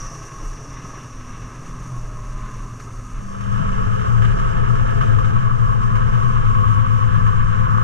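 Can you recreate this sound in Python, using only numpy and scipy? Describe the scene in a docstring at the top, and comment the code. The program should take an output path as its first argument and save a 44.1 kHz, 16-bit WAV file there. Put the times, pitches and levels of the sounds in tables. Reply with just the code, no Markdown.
"""A snowmobile's exhaust drones and throbs along a packed trail, heard close, from a camera worn by the rider.
The exhaust is a wavering near-sine firing note; the track adds noisy rattle, lug-locked whine and clacks.
Grainy noise hisses under the skis, brief low booms mark bumps, and gusts of low noise buffet the camera.
For three seconds the sound is thin and centred; then it opens into loud, wide stereo."""
import sys
import numpy as np
from scipy import signal
from scipy.fft import rfft, irfft, next_fast_len
from scipy.io import wavfile

SR = 44100
rng = np.random.default_rng(int(sys.argv[2]) if len(sys.argv) > 2 else 0)


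def materialize(psi):
    """Save the field psi as 16-bit PCM at rate SR to the path in sys.argv[1].

    A 1-D psi becomes a single channel; in a 2-D psi each row is a channel.
    """
    bounded = np.clip(np.atleast_2d(psi).T, -1, 1)
    quanta = np.round(bounded * 32767).astype(np.int16)
    wavfile.write(sys.argv[1], SR, quanta)


N = 345303
TIME = np.arange(N) / SR
BIN_HZ = np.maximum(np.fft.rfftfreq(next_fast_len(N, True), 1 / SR), 1)

# Engine pitch, dipping and rising with the throttle: time_s, firing_hz
FIRING_PITCH = [(0, 113.8), (.75, 120.7), (1.4, 117.3), (1.87, 126.2), (2.13, 115.9), (2.4, 120.5),
                (3.3, 110.6), (3.9, 115.1), (4.27, 113.2), (4.6, 117.6), (5.0, 117), (5.23, 105.5),
                (5.45, 119.8), (5.7, 114), (5.97, 115.5), (6.27, 119.9), (6.5, 109.2), (6.9, 112.1),
                (7.25, 109.8), (7.83, 112)]
# Engine effort, before the thin or wide trim: time_s, level_db
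ENGINE_EFFORT = [(0, -45), (1.65, -43), (1.9, -33.5), (2.25, -38), (2.9, -35.5), (3.33, -43.5),
                 (3.5, -26.5), (3.75, -28.5), (4.1, -23), (5.5, -22), (6.7, -21), (7.25, -20.5),
                 (7.83, -24)]


def exhaust(thin_db, wide_db, side_db, side_lag, second_db, half_db, idle_wobble, loud_wobble, idle_uneven_db):
    """A near-sine firing note with a faint half-order; it wavers while quiet, then firms up and throbs."""
    loud = opening()
    firing_hz, = in_time(FIRING_PITCH)
    effort_db, = in_time(ENGINE_EFFORT)
    wobble = idle_wobble + loud * (loud_wobble - idle_wobble)
    phase = 2 * np.pi * np.cumsum(firing_hz) / SR + wobble * drift(18.4)
    note = throb() * np.exp(1j * phase)
    half = from_db(half_db) * np.cos(phase / 2)
    second = from_db(second_db) * note ** 2
    mid = np.real(note + second) + half
    lagging = np.real(note * np.exp(-1j * side_lag))
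    side = loud * from_db(side_db) * (lagging + half)
    trim_db = thin_db + loud * (wide_db - thin_db)
    uneven_db = (1 - loud) * idle_uneven_db * drift(19)
    return from_db(effort_db + trim_db + uneven_db) * left_right(mid, side)


# The loud exhaust's separate throbs: start_s, strength_db, depth_db of the dip each one starts from
EXHAUST_THROBS = [(3.39, 0, -6), (3.667, -3, -14), (3.761, 0, -12), (3.859, 2, -9), (3.965, -3, -10),
                  (4.044, 2.5, -17), (4.38, -3.5, -21), (4.448, -3.5, -7), (4.541, -1, -17),
                  (4.665, 1, -24), (4.764, .5, -28), (4.86, -3, -10), (4.945, 0, -12), (5.036, 2, -19),
                  (5.225, 0, -8), (5.317, .5, -17), (5.419, -.5, -26), (5.5, -.5, -22), (5.582, 1.5, -12),
                  (5.676, -1, -28), (5.737, -1, -11), (5.819, -1, -18), (5.911, 0, -15), (5.993, -1, -20),
                  (6.109, 0, -14), (6.215, -1, -9), (6.323, -1, -28), (6.428, .5, -16), (6.538, .5, -16),
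                  (6.644, .5, -14), (6.747, .5, -9), (6.862, -.5, -16), (7.003, -.5, -14), (7.107, .5, -15),
                  (7.206, .5, -14), (7.332, -1, -10), (7.45, -2, -6), (7.559, 0, -7), (7.675, .5, -11),
                  (7.85, 0, -8)]
THROB_ROUND = 1.5  # higher is a flatter crest


def throb():
    """Two tones beating: each throb is a round crest, and the note turns over in the dip between two."""
    start_s, strength_db, depth_db = np.transpose(EXHAUST_THROBS)
    count = np.interp(TIME, start_s, np.arange(len(start_s)))
    crest = np.tanh(THROB_ROUND * np.sin(np.pi * count)) / np.tanh(THROB_ROUND)
    # the dip sits a quarter turn from the crest, so the note never quite vanishes
    dip = from_db(np.interp(TIME, start_s, depth_db)) * np.cos(np.pi * count)
    beating = from_db(strength_db[count.astype(int)]) * crest + 1j * dip
    onset = np.clip(2 * count, 0, 1)  # steady before the first throb
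    return (1 - onset) * 1j + onset * beating


# Track speed: time_s, lugs_per_s
TRACK_SPEED = [(0, 226.7), (.3, 215), (.6, 205), (1.4, 193.5), (1.75, 195.3), (1.95, 205.3), (2.2, 203.3),
               (2.5, 206.5), (3.1, 196), (3.7, 193.5), (4, 185.3), (4.8, 174), (5.65, 164.7), (6, 169),
               (6.4, 170.7), (6.8, 175.3), (7.5, 169.3), (7.83, 171.3)]
# Strength of the track's whine, before the rails' boost: time_s, gain_db
WHINE_STRENGTH = [(0, 3.5), (.5, -11.5), (1.5, -15), (1.95, 2.5), (2.55, -5), (3.05, 2), (3.8, -7.5),
                  (4.5, -4), (5.55, -4), (6.3, -5), (6.75, -3), (7.83, -6)]
RAIL_WHINE_DB = 2.7  # hull and rails carry the whine more than the tunnel does
FLUTTER_DB, FLUTTER_PER_S = 0.7, 30  # the flapping track shakes rails and clatter together
# Level of the tunnel over the track, before the thin or wide trim: time_s, level_db
TUNNEL_LEVEL = [(0, -43.5), (1.3, -45.5), (3.1, -47), (3.3, -42), (3.6, -32), (4.25, -29.5), (4.85, -29),
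                (5.05, -27.5), (5.55, -33), (5.85, -32), (6.3, -31.5), (6.8, -35.5), (7.2, -33),
                (7.5, -35.5), (7.83, -32)]
# Ringing of the rails' main mode against the rest: time_s, contrast_db
RAIL_MODE = [(0, -6), (.2, 7), (.45, -1), (1.2, 0), (2.1, -3), (2.5, 3), (3.1, -7), (3.3, 2.5),
             (3.55, -1.5), (5.25, -3), (5.7, 9.5), (6.15, 2), (6.4, 9), (6.68, 3.5), (6.9, 3.5),
             (7.25, 6.5), (7.83, 1.5)]
# The clatter's two resonances: time_s, lower_gain_db (near 1750 Hz), upper_gain_db (near 3000 Hz)
CLATTER_MODES = [(0, 3, 0.5), (1.2, 0, 1.5), (2.5, 1, -1.5), (3.1, -1, 0), (3.5, 1.5, 3.5), (4.25, 2, 1),
                 (5.1, 2.5, 2), (5.5, -2, -2), (5.95, 1, -1), (6.5, -5.5, 0.5), (7.25, 1.5, 0),
                 (7.83, 0.5, -4)]
# Lugs drumming on hard snow: time_s, level_db
LUG_DRUMMING = [(0, -67), (3.1, -79), (3.22, -36), (3.45, -31), (3.7, -28.5), (3.85, -32), (4.35, -35),
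                (4.7, -37), (7.83, -52.5)]
# Spectra of each part, thin and centred or wide: frequency_hz, relative_db (per Hz)
HULL_THIN_COLOUR = [(75, -0.5), (100, -2), (125, 4), (150, -2), (190, -6.5), (215, -11.5), (245, -6.5),
                    (290, -13)]
HULL_WIDE_COLOUR = [(60, 0), (80, -1), (100, 1.5), (120, -2), (140, 2), (165, -6), (200, -2.5),
                    (240, -11.5), (290, -20.5)]
TUNNEL_THIN_COLOUR = [(290, 3.5), (330, 1.5), (375, -0.5), (430, 1.5), (470, -4.5), (520, -3), (590, -5.5),
                      (660, -5.5), (760, -8.5), (860, -4)]
TUNNEL_WIDE_COLOUR = [(290, -18), (338, -17.5), (375, -19), (430, 2.5), (470, -5.5), (520, 0.5), (590, -16),
                      (660, -4), (740, -15), (860, -8)]
RAILS_THIN_COLOUR = [(860, -23.5), (930, -4), (1000, -4), (1060, 3), (1110, 5.5), (1170, 0.5), (1240, 4.5),
                     (1300, 0.5), (1360, -7), (1420, -14.5)]
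RAILS_WIDE_COLOUR = [(860, -12.5), (900, -9.5), (950, -9.5), (1010, -5.5), (1060, -2.5), (1110, 4.5),
                     (1170, 1), (1240, -4), (1300, -0.5), (1360, -9), (1420, -9.5)]
CLATTER_THIN_COLOUR = [(1420, -4), (1500, 0.5), (1600, 1.5), (1700, 0.5), (1800, -3.5), (1950, -5),
                       (2150, -5), (2450, -9.5), (2700, -4), (2950, -9), (3150, -17.5), (3500, -12),
                       (3900, -18.5), (4300, -18)]
CLATTER_WIDE_COLOUR = [(1420, -5), (1500, 2.5), (1600, 0.5), (1700, 2), (1800, -8.5), (1950, -13),
                       (2150, -6), (2450, -11.5), (2700, -15), (2950, -9), (3150, -13), (3500, -23.5),
                       (3900, -23), (4300, -31.5)]


def track():
    """The track's rattle and whine pass into hull, tunnel and rails; slaps add clatter and the lugs drum."""
    slap_db, flutter_db = slaps(), FLUTTER_DB * drift(FLUTTER_PER_S)
    hull_db = part_level(quiet_db=-45.0, loud_db=-30.5, follows=0.59, uneven_db=-0.34)
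    rails_db = part_level(quiet_db=-41.5, loud_db=-26.5, follows=0.89, uneven_db=0.63)
    rails_db = rails_db + 0.62 * slap_db + flutter_db
    clatter_db = part_level(quiet_db=-51.0, loud_db=-38, follows=0.67, uneven_db=0.97)
    clatter_db = clatter_db + slap_db + 1.05 * flutter_db
    ring_db = in_time(RAIL_MODE)[0] + 1.1 * drift(UNEVEN_PER_S)

    turns = np.cumsum(in_time(TRACK_SPEED)[0]) / SR  # lugs passed so far
    whine = from_db(in_time(WHINE_STRENGTH)[0]) * track_whine(turns, flicker_db=3.5, wander=0.26)
    blows = clacks()
    soft = rattle(turns, slap=0.13, flutter_db=1.5) + whine
    hard = rattle(turns, slap=0.16, flutter_db=0.0) + blows + from_db(RAIL_WHINE_DB) * whine
    hard = ringing(hard, ring_db, hz=1083.0, width_hz=120)
    loose = rattle(turns, slap=0.091, flutter_db=-0.3) + blows + whine

    hull = from_db(hull_db) * heard(hard, HULL_THIN_COLOUR, HULL_WIDE_COLOUR, thin_db=3.5, wide_db=2.5)
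    tunnel = heard(soft, TUNNEL_THIN_COLOUR, TUNNEL_WIDE_COLOUR, thin_db=-2.6, wide_db=-1.0)
    tunnel = from_db(in_time(TUNNEL_LEVEL)[0]) * tunnel
    rails = from_db(rails_db) * heard(hard, RAILS_THIN_COLOUR, RAILS_WIDE_COLOUR, thin_db=-3.0, wide_db=0.0)
    clatter = heard(loose, CLATTER_THIN_COLOUR, CLATTER_WIDE_COLOUR, thin_db=-0.52, wide_db=-0.86)
    clatter = from_db(clatter_db) * clatter
    lower_db, upper_db = in_time(CLATTER_MODES)
    clatter = lift(clatter, lower_db, hz=1774, width_hz=130)
    clatter = lift(clatter, upper_db, hz=3130, width_hz=1200)
    lugs = from_db(in_time(LUG_DRUMMING)[0] + drift(11)) * np.cos(2 * np.pi * turns)
    return hull + tunnel + rails + clatter + lugs + singing(turns)


def rattle(turns, slap, flutter_db):
    """Clips and wheels rattle unevenly, harder as each lug passes."""
    per_lug = 1 + slap * np.cos(2 * np.pi * turns)
    return rms_one(rng.standard_normal(N) * per_lug * from_db(flutter_db * drift(25)))


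# Partials of the whine: multiple (of the three-lug pattern rate), level_db (against the rattle,
# before the strength curve)
WHINE_PARTIALS = [(8, -32.5), (10, -30), (15, -30), (16, -29.5), (17, -34), (18, -36), (19, -35), (20, -36),
                  (21, -34)]


def track_whine(turns, flicker_db, wander):
    """The repeating lug pattern sounds a row of partials, each wavering on its own."""
    pattern = 2 * np.pi * turns / 3  # the pattern repeats every three lugs
    whine = 0
    for multiple, level_db in WHINE_PARTIALS:
        phase = round(multiple) * pattern + wander * drift(11) + rng.uniform(0, 2 * np.pi)
        gain = np.sqrt(2) * from_db(level_db + flicker_db * drift(13.0))
        whine = whine + gain * np.cos(phase)
    return whine


# The track slaps its rails: peak_s, extra_rattle_db, clack_db
TRACK_SLAPS = [(2.8, 7, 5), (3.408, 5.5, 12), (3.605, -1.5, 7.5), (4.222, 6, 25), (4.25, 5.5, 21),
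               (4.275, 0.5, 9), (4.389, 2.5, 16.5), (4.57, 0, 26.5), (4.755, 5, 14), (5.012, 6.5, 15.5),
               (5.036, 1.5, 7), (5.188, 6.5, 15), (5.247, 4.5, 25.5), (5.311, -3, 27), (5.828, 2.5, 17),
               (5.955, 8, 20), (6.154, 2, 15), (6.832, -2, 13), (7.264, 4, 17.5), (7.775, 4.5, 13)]
SLAP_ATTACK_S, SLAP_DECAY_S = 0.0019, 0.018  # rise time, and fade to 1/e


def slaps():
    """Each slap changes the rattle's level quickly, mostly upward, then dies away; in dB."""
    total_db = 0
    for peak_s, extra_db, _ in TRACK_SLAPS:
        since = TIME - peak_s
        attack = np.clip(since / SLAP_ATTACK_S + 1, 0, 1)
        total_db = total_db + extra_db * attack * np.exp(-np.abs(since) / SLAP_DECAY_S)
    return total_db


CLACKS_PER_S, CLACK_DB, CLACK_SPREAD_DB = 45, 16, -0.5  # metal clips clacking between the slaps


def clacks():
    """Sharp blows on the rails: small ones at random, a further one with each slap."""
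    strike = rng.random(N) < CLACKS_PER_S / SR
    blows = strike * from_db(CLACK_DB + CLACK_SPREAD_DB * rng.standard_normal(N))
    for peak_s, _, clack_db in TRACK_SLAPS:
        blows[int(peak_s * SR)] += from_db(clack_db)
    return blows


def ringing(force, ring_db, hz, width_hz):
    """The rails' main mode gains or loses against the rest."""
    mode = shaped(force, np.exp(-((BIN_HZ - hz) / width_hz) ** 2))
    return mode * from_db(ring_db / 2) + (force - mode) * from_db(-ring_db / 2)


def lift(x, db, hz, width_hz):
    """One resonance grows or shrinks while the rest stays."""
    return x + (from_db(db) - 1) * shaped(x, np.exp(-((BIN_HZ - hz) / width_hz) ** 2))


# Clear tones of track and wheels: loudest_s, half_length_s, multiple (of the three-lug pattern rate),
# level_db, side_minus_mid_db (once wide)
CLEAR_TONES = [(.05, .15, 7, -57, 0), (.05, .3, 2.07, -43, 0), (.15, .25, 15, -49, 0),
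               (.15, .25, 9, -58, 0), (.75, .18, 2.1, -42, 0), (.8, .25, 4.13, -52, 0),
               (.9, .25, 9, -60, 0), (1.5, .3, 3.77, -47, 0), (1.75, .2, 2.55, -45, 0),
               (2.25, .36, 9, -54.5, 0), (2.45, .22, 15, -48.5, 0), (2.5, .2, 3, -47, 0),
               (2.9, .3, 3.77, -51, 0), (3.6, .2, 9, -46, 18), (3.8, .2, 3.77, -43, -5),
               (4.05, .35, 7, -36.5, 23), (4.2, .2, 1.14, -33, -3), (4.6, .55, 6, -41, 10),
               (4.8, .3, 9, -43, 15), (5.1, .3, 3.77, -38, -5), (6.05, .35, 3.77, -38, -5),
               (6.05, .2, 9, -41, 17), (6.3, .7, 6, -43.5, 11), (6.65, .13, 19, -27, 11),
               (6.7, .4, 9, -39, 12), (6.7, .4, 1.14, -37, -3), (6.8, .5, 4.13, -42, -4),
               (6.9, .5, 8, -42, 21), (7.55, .4, 3, -34, 0), (7.7, .3, 3.77, -40, -5),
               (7.75, .25, 6, -43, 11), (7.8, .25, 9, -37, 20)]
# unsteadiness in level (dB) and phase (rad), and its pace
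TONE_FLICKER_DB, TONE_WANDER, TONE_WANDER_PER_S = 1.7, 0.26, 13


def singing(turns):
    """Wavering tones locked to the track's speed swell and fade, spreading out as the sound opens."""
    centred, mid, side = 0, 0, 0
    for loudest_s, half_length_s, multiple, level_db, side_db in CLEAR_TONES:
        phase = 2 * np.pi * multiple * turns / 3 + TONE_WANDER * drift(TONE_WANDER_PER_S)
        gain = np.sqrt(2) * from_db(level_db + TONE_FLICKER_DB * drift(TONE_WANDER_PER_S))
        swell = np.exp(-((TIME - loudest_s) / half_length_s) ** 2 / 2)
        tone = gain * swell * np.cos(phase)
        angle = np.arctan(from_db(side_db))  # shares the power between mid and side
        centred = centred + tone
        mid = mid + np.cos(angle) * tone
        side = side + np.sin(angle) * tone
    lead, share = in_frequency(STEREO_WIDTH)[2], opening()
    wide = left_right(mid, shaped(side, np.exp(1j * lead)))
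    return (1 - share) * centred + share * wide


# Load on the track as the trail rolls: time_s, load_db (each part follows a share of it)
TRAIL_LOAD = [(0, 3), (.3, 2), (.6, 2), (.8, 3.5), (1.2, 0.5), (1.95, 1.5), (2.2, -0.5), (2.45, 4),
              (3.02, -2.5), (3.4, -0.5), (3.6, 2.5), (3.75, -2), (4.25, -0.6), (5.2, 0), (6.1, 1.5),
              (6.65, 2), (7.6, 2), (7.83, 4)]
SWELL_START_S, SWELL_S = 3.164, 0.54  # hull, rails and clatter grow loud over this stretch
UNEVEN_PER_S = 8.8  # how fast the trail shakes each part's level


def part_level(quiet_db, loud_db, follows, uneven_db):
    """A part's level in dB: it swells from quiet to loud, follows the load and varies with the trail."""
    swell = np.clip((TIME - SWELL_START_S) / SWELL_S, 0, 1)
    level_db = quiet_db + swell * (loud_db - quiet_db)
    return level_db + follows * in_time(TRAIL_LOAD)[0] + uneven_db * drift(UNEVEN_PER_S)


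# Snow hissing under the skis, before the thin or wide trim: time_s, level_db
SNOW_HISS = [(0, -46), (.3, -49), (1.2, -50.5), (1.5, -52), (1.85, -49.5), (2.1, -51.5), (2.6, -50),
             (3.1, -52.5), (3.8, -52), (5.2, -53), (5.5, -54.5), (6.2, -52.5), (7.83, -55)]
# The camera's microphone ringing near 5.8 kHz, fading away as the sound opens: time_s, level_db
MIC_RING = [(0, -38.5), (.15, -45.5), (.3, -50.5), (.8, -50), (1.7, -56.5), (2.2, -62), (3.2, -80),
            (3.7, -86.5), (7.83, -75.5)]
# Spectra of the hiss, thin and centred or wide: frequency_hz, relative_db (per Hz)
SNOW_THIN_COLOUR = [(4300, -17), (4800, -16), (5300, -15), (5650, -4.5), (6000, -4), (6500, -6.5),
                    (7000, -10.5), (7550, -16.5), (8200, -15), (9500, -18), (11000, -27), (12500, -27.5),
                    (14000, -38), (15000, -31.5)]
SNOW_WIDE_COLOUR = [(4300, -7.5), (4800, -1), (5300, -1), (5650, -1.5), (6000, 3.5), (6500, -2.5),
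                    (7000, -7), (7550, 0), (8200, -10.5), (9500, -11.5), (11000, -19.5), (12500, -23),
                    (14000, -27.5), (15000, -40.5)]


def skis():
    """Snow hisses in fine grains, spurting with the slaps, and the camera's microphone rings faintly near 5.8
    kHz."""
    snow_db = in_time(SNOW_HISS)[0] + 0.87 * drift(UNEVEN_PER_S) + 0.8 * slaps()
    grain_db = 0.74 * drift(120) + 0.54 * drift(9.6)
    grains = rms_one(rng.standard_normal(N) * from_db(grain_db))
    hiss = heard(grains, SNOW_THIN_COLOUR, SNOW_WIDE_COLOUR, thin_db=-2.0, wide_db=0.0, fade_s=0.49)
    ring = resonance(resonance(rng.standard_normal(N), 5890, 530), 5710, 530)
    return from_db(snow_db) * hiss + from_db(in_time(MIC_RING)[0]) * ring


# Bumps in the trail: peak_s, level_db (on the left once wide; 6 dB less per channel while centred)
TRAIL_BUMPS = [(0.85, -30), (3.609, -19.5), (7.181, -18)]


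def bumps(hz, width_hz, length_s):
    """The hull booms briefly as the skis hit a rut: centred at first, on the left once wide."""
    blows = sum(from_db(level_db) * np.exp(-((TIME - peak_s) / length_s) ** 2)
                for peak_s, level_db in TRAIL_BUMPS)
    boom = blows * resonance(resonance(rng.standard_normal(N), hz, width_hz), hz, width_hz)
    return left_right(boom, boom * opening()) / 2


# Wind on the camera, before the thin or wide trim: time_s, level_db
WIND_GUSTS = [(0, -27), (.2, -40), (.4, -31.5), (1.1, -37), (1.75, -32.5), (2.05, -30), (2.4, -28),
              (2.65, -33.5), (3.36, -30), (3.55, -22), (4.25, -24), (4.45, -21.5), (5.28, -17.5),
              (5.5, -22.5), (6.4, -20.5), (6.9, -28), (7.25, -20), (7.83, -24.5)]
# Spectrum of the wind: frequency_hz, relative_db (per Hz)
WIND_COLOUR = [(8, 3.5), (20, -11.5), (33, 0.5), (42, -6.5), (52, -16.5), (68, -23), (85, -24.5)]


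def wind():
    """Gusts rumble on the camera: low noise that rises and falls."""
    gust_db = in_time(WIND_GUSTS)[0] + 1.4 * drift(UNEVEN_PER_S)
    rumble = heard(rng.standard_normal(N), WIND_COLOUR, WIND_COLOUR, thin_db=-0.2, wide_db=-1.4)
    return from_db(gust_db) * rumble


# How far the sound has opened: time_s, share (0 centred, 1 wide)
STEREO_OPENING = [(3.12, 0), (3.3, 0.78), (3.5, 0.98), (3.7, 0.97)]


def opening():
    """0 while the sound is centred, near 1 once it is wide."""
    return np.clip(in_time(STEREO_OPENING)[0], 0, 1)


# Stereo width at the camera: frequency_hz, side_minus_mid_db, tied_share (of side tied to mid),
# lead_rad (side ahead of mid)
STEREO_WIDTH = [(30, -4.5, 0.66, 5), (65.7, -20, 0.63, -6.5), (118, -2.5, 0.52, 0), (188, 3.5, 0.3, 1),
                (250, 3, 0.41, 0.7), (320, 27.5, 0.28, 3), (417, 22.5, 0.28, 2.05), (960, 25.5, 0.83, 1.6),
                (1094, 14.5, 0.61, 1), (1358, 3.5, 0.78, 1.8), (1730, -5, 0.39, 2), (2240, 10, 0.78, 5),
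                (2750, 0, 0.41, 3.5), (3300, 1.5, 0.43, 4.5), (4480, 4.5, 0.55, 7.5), (6000, 2, 0.28, 7),
                (12000, -1.5, .2, 16.5)]


def heard(force, thin, wide, thin_db, wide_db, fade_s=0.084):
    """A vibration in its centred colour, fading over to its wide stereo colour."""
    side_db, tied, lead = in_frequency(STEREO_WIDTH)
    tied, width = np.clip(tied, 0, 1), from_db(side_db)
    share = opening() * np.clip((TIME - STEREO_OPENING[0][0]) / fade_s, 0, 1) ** 2
    response = colour(wide) / np.hypot(1, width)
    side = shaped(force, response * width * np.exp(1j * lead))
    loose_mid = shaped(rng.standard_normal(N), response * np.sqrt(1 - tied ** 2))  # independent of side
    mid = shaped(force, response * tied) + loose_mid
    centred = from_db(thin_db) * rms_one(shaped(force, colour(thin)))
    spread = from_db(wide_db) * rms_one(left_right(mid, side))
    return np.sqrt(1 - share) * centred + np.sqrt(share) * spread


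def left_right(mid, side):
    """Two channels from mid and side."""
    return np.array([mid + side, mid - side])


def from_db(db):
    """Decibels to gain."""
    return 10 ** (np.asarray(db) / 20)


def rms_one(x):
    """Scale to unit power."""
    return x / np.sqrt(np.mean(x ** 2) + 1e-20)


def in_time(rows):
    """The columns of a curve at every sample."""
    s, *columns = np.transpose(rows)
    return [np.interp(TIME, s, c) for c in columns]


def in_frequency(rows):
    """The columns of a spectrum at every frequency bin."""
    hz, *columns = np.transpose(rows)
    return [np.interp(np.log(BIN_HZ), np.log(hz), c) for c in columns]


def shaped(x, response):
    """Filter x by a frequency response."""
    size = next_fast_len(N, True)
    return irfft(rfft(x, size) * response, size)[..., :N]


def drift(rate):
    """Slow random wander of unit power; a higher rate (Hz) wanders faster."""
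    step = 40  # samples between the slow points
    r = np.exp(-2 * np.pi * rate * step / SR)
    noise = rng.standard_normal(N // step + 2002)
    slow = signal.lfilter([1], [1, -2 * r, r * r], noise)[2000:]  # drop the settling
    return np.interp(np.arange(N) / step, np.arange(len(slow)), rms_one(slow))


def resonance(x, hz, width_hz):
    """A two-pole resonance; unit power."""
    r = np.exp(-np.pi * width_hz / SR)
    return rms_one(signal.lfilter([1, 0, -1], [1, -2 * r * np.cos(2 * np.pi * hz / SR), r * r], x))


def colour(spectrum):
    """Response of a spectrum that falls steeply past its ends."""
    low, high = spectrum[0][0], spectrum[-1][0]
    octaves_outside = np.maximum(0, np.maximum(np.log2(low / BIN_HZ), np.log2(BIN_HZ / high)))
    return from_db(in_frequency(spectrum)[0] - 200 * octaves_outside)


def scene():
    """Engine, track, skis, bumps and wind together."""
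    engine = exhaust(thin_db=3.5, wide_db=5.5, side_db=5.0, side_lag=0.43, second_db=-36.0, half_db=-28,
                     idle_wobble=0.48, loud_wobble=0.31, idle_uneven_db=1.5)  # lag and wobbles in rad
    return engine + track() + skis() + bumps(hz=148, width_hz=62, length_s=0.017) + wind()


def record(dry):
    """The highest peaks are rounded below 0.85 and the top is cut."""
    rounded = dry / (1 + (dry / 0.85) ** 6) ** (1 / 6)
    # 70 dB down from 15.8 kHz up
    return signal.sosfilt(signal.cheby2(16, 70, 15800, fs=SR, output="sos"), rounded)


dry = scene()
out = record(dry)
materialize(out)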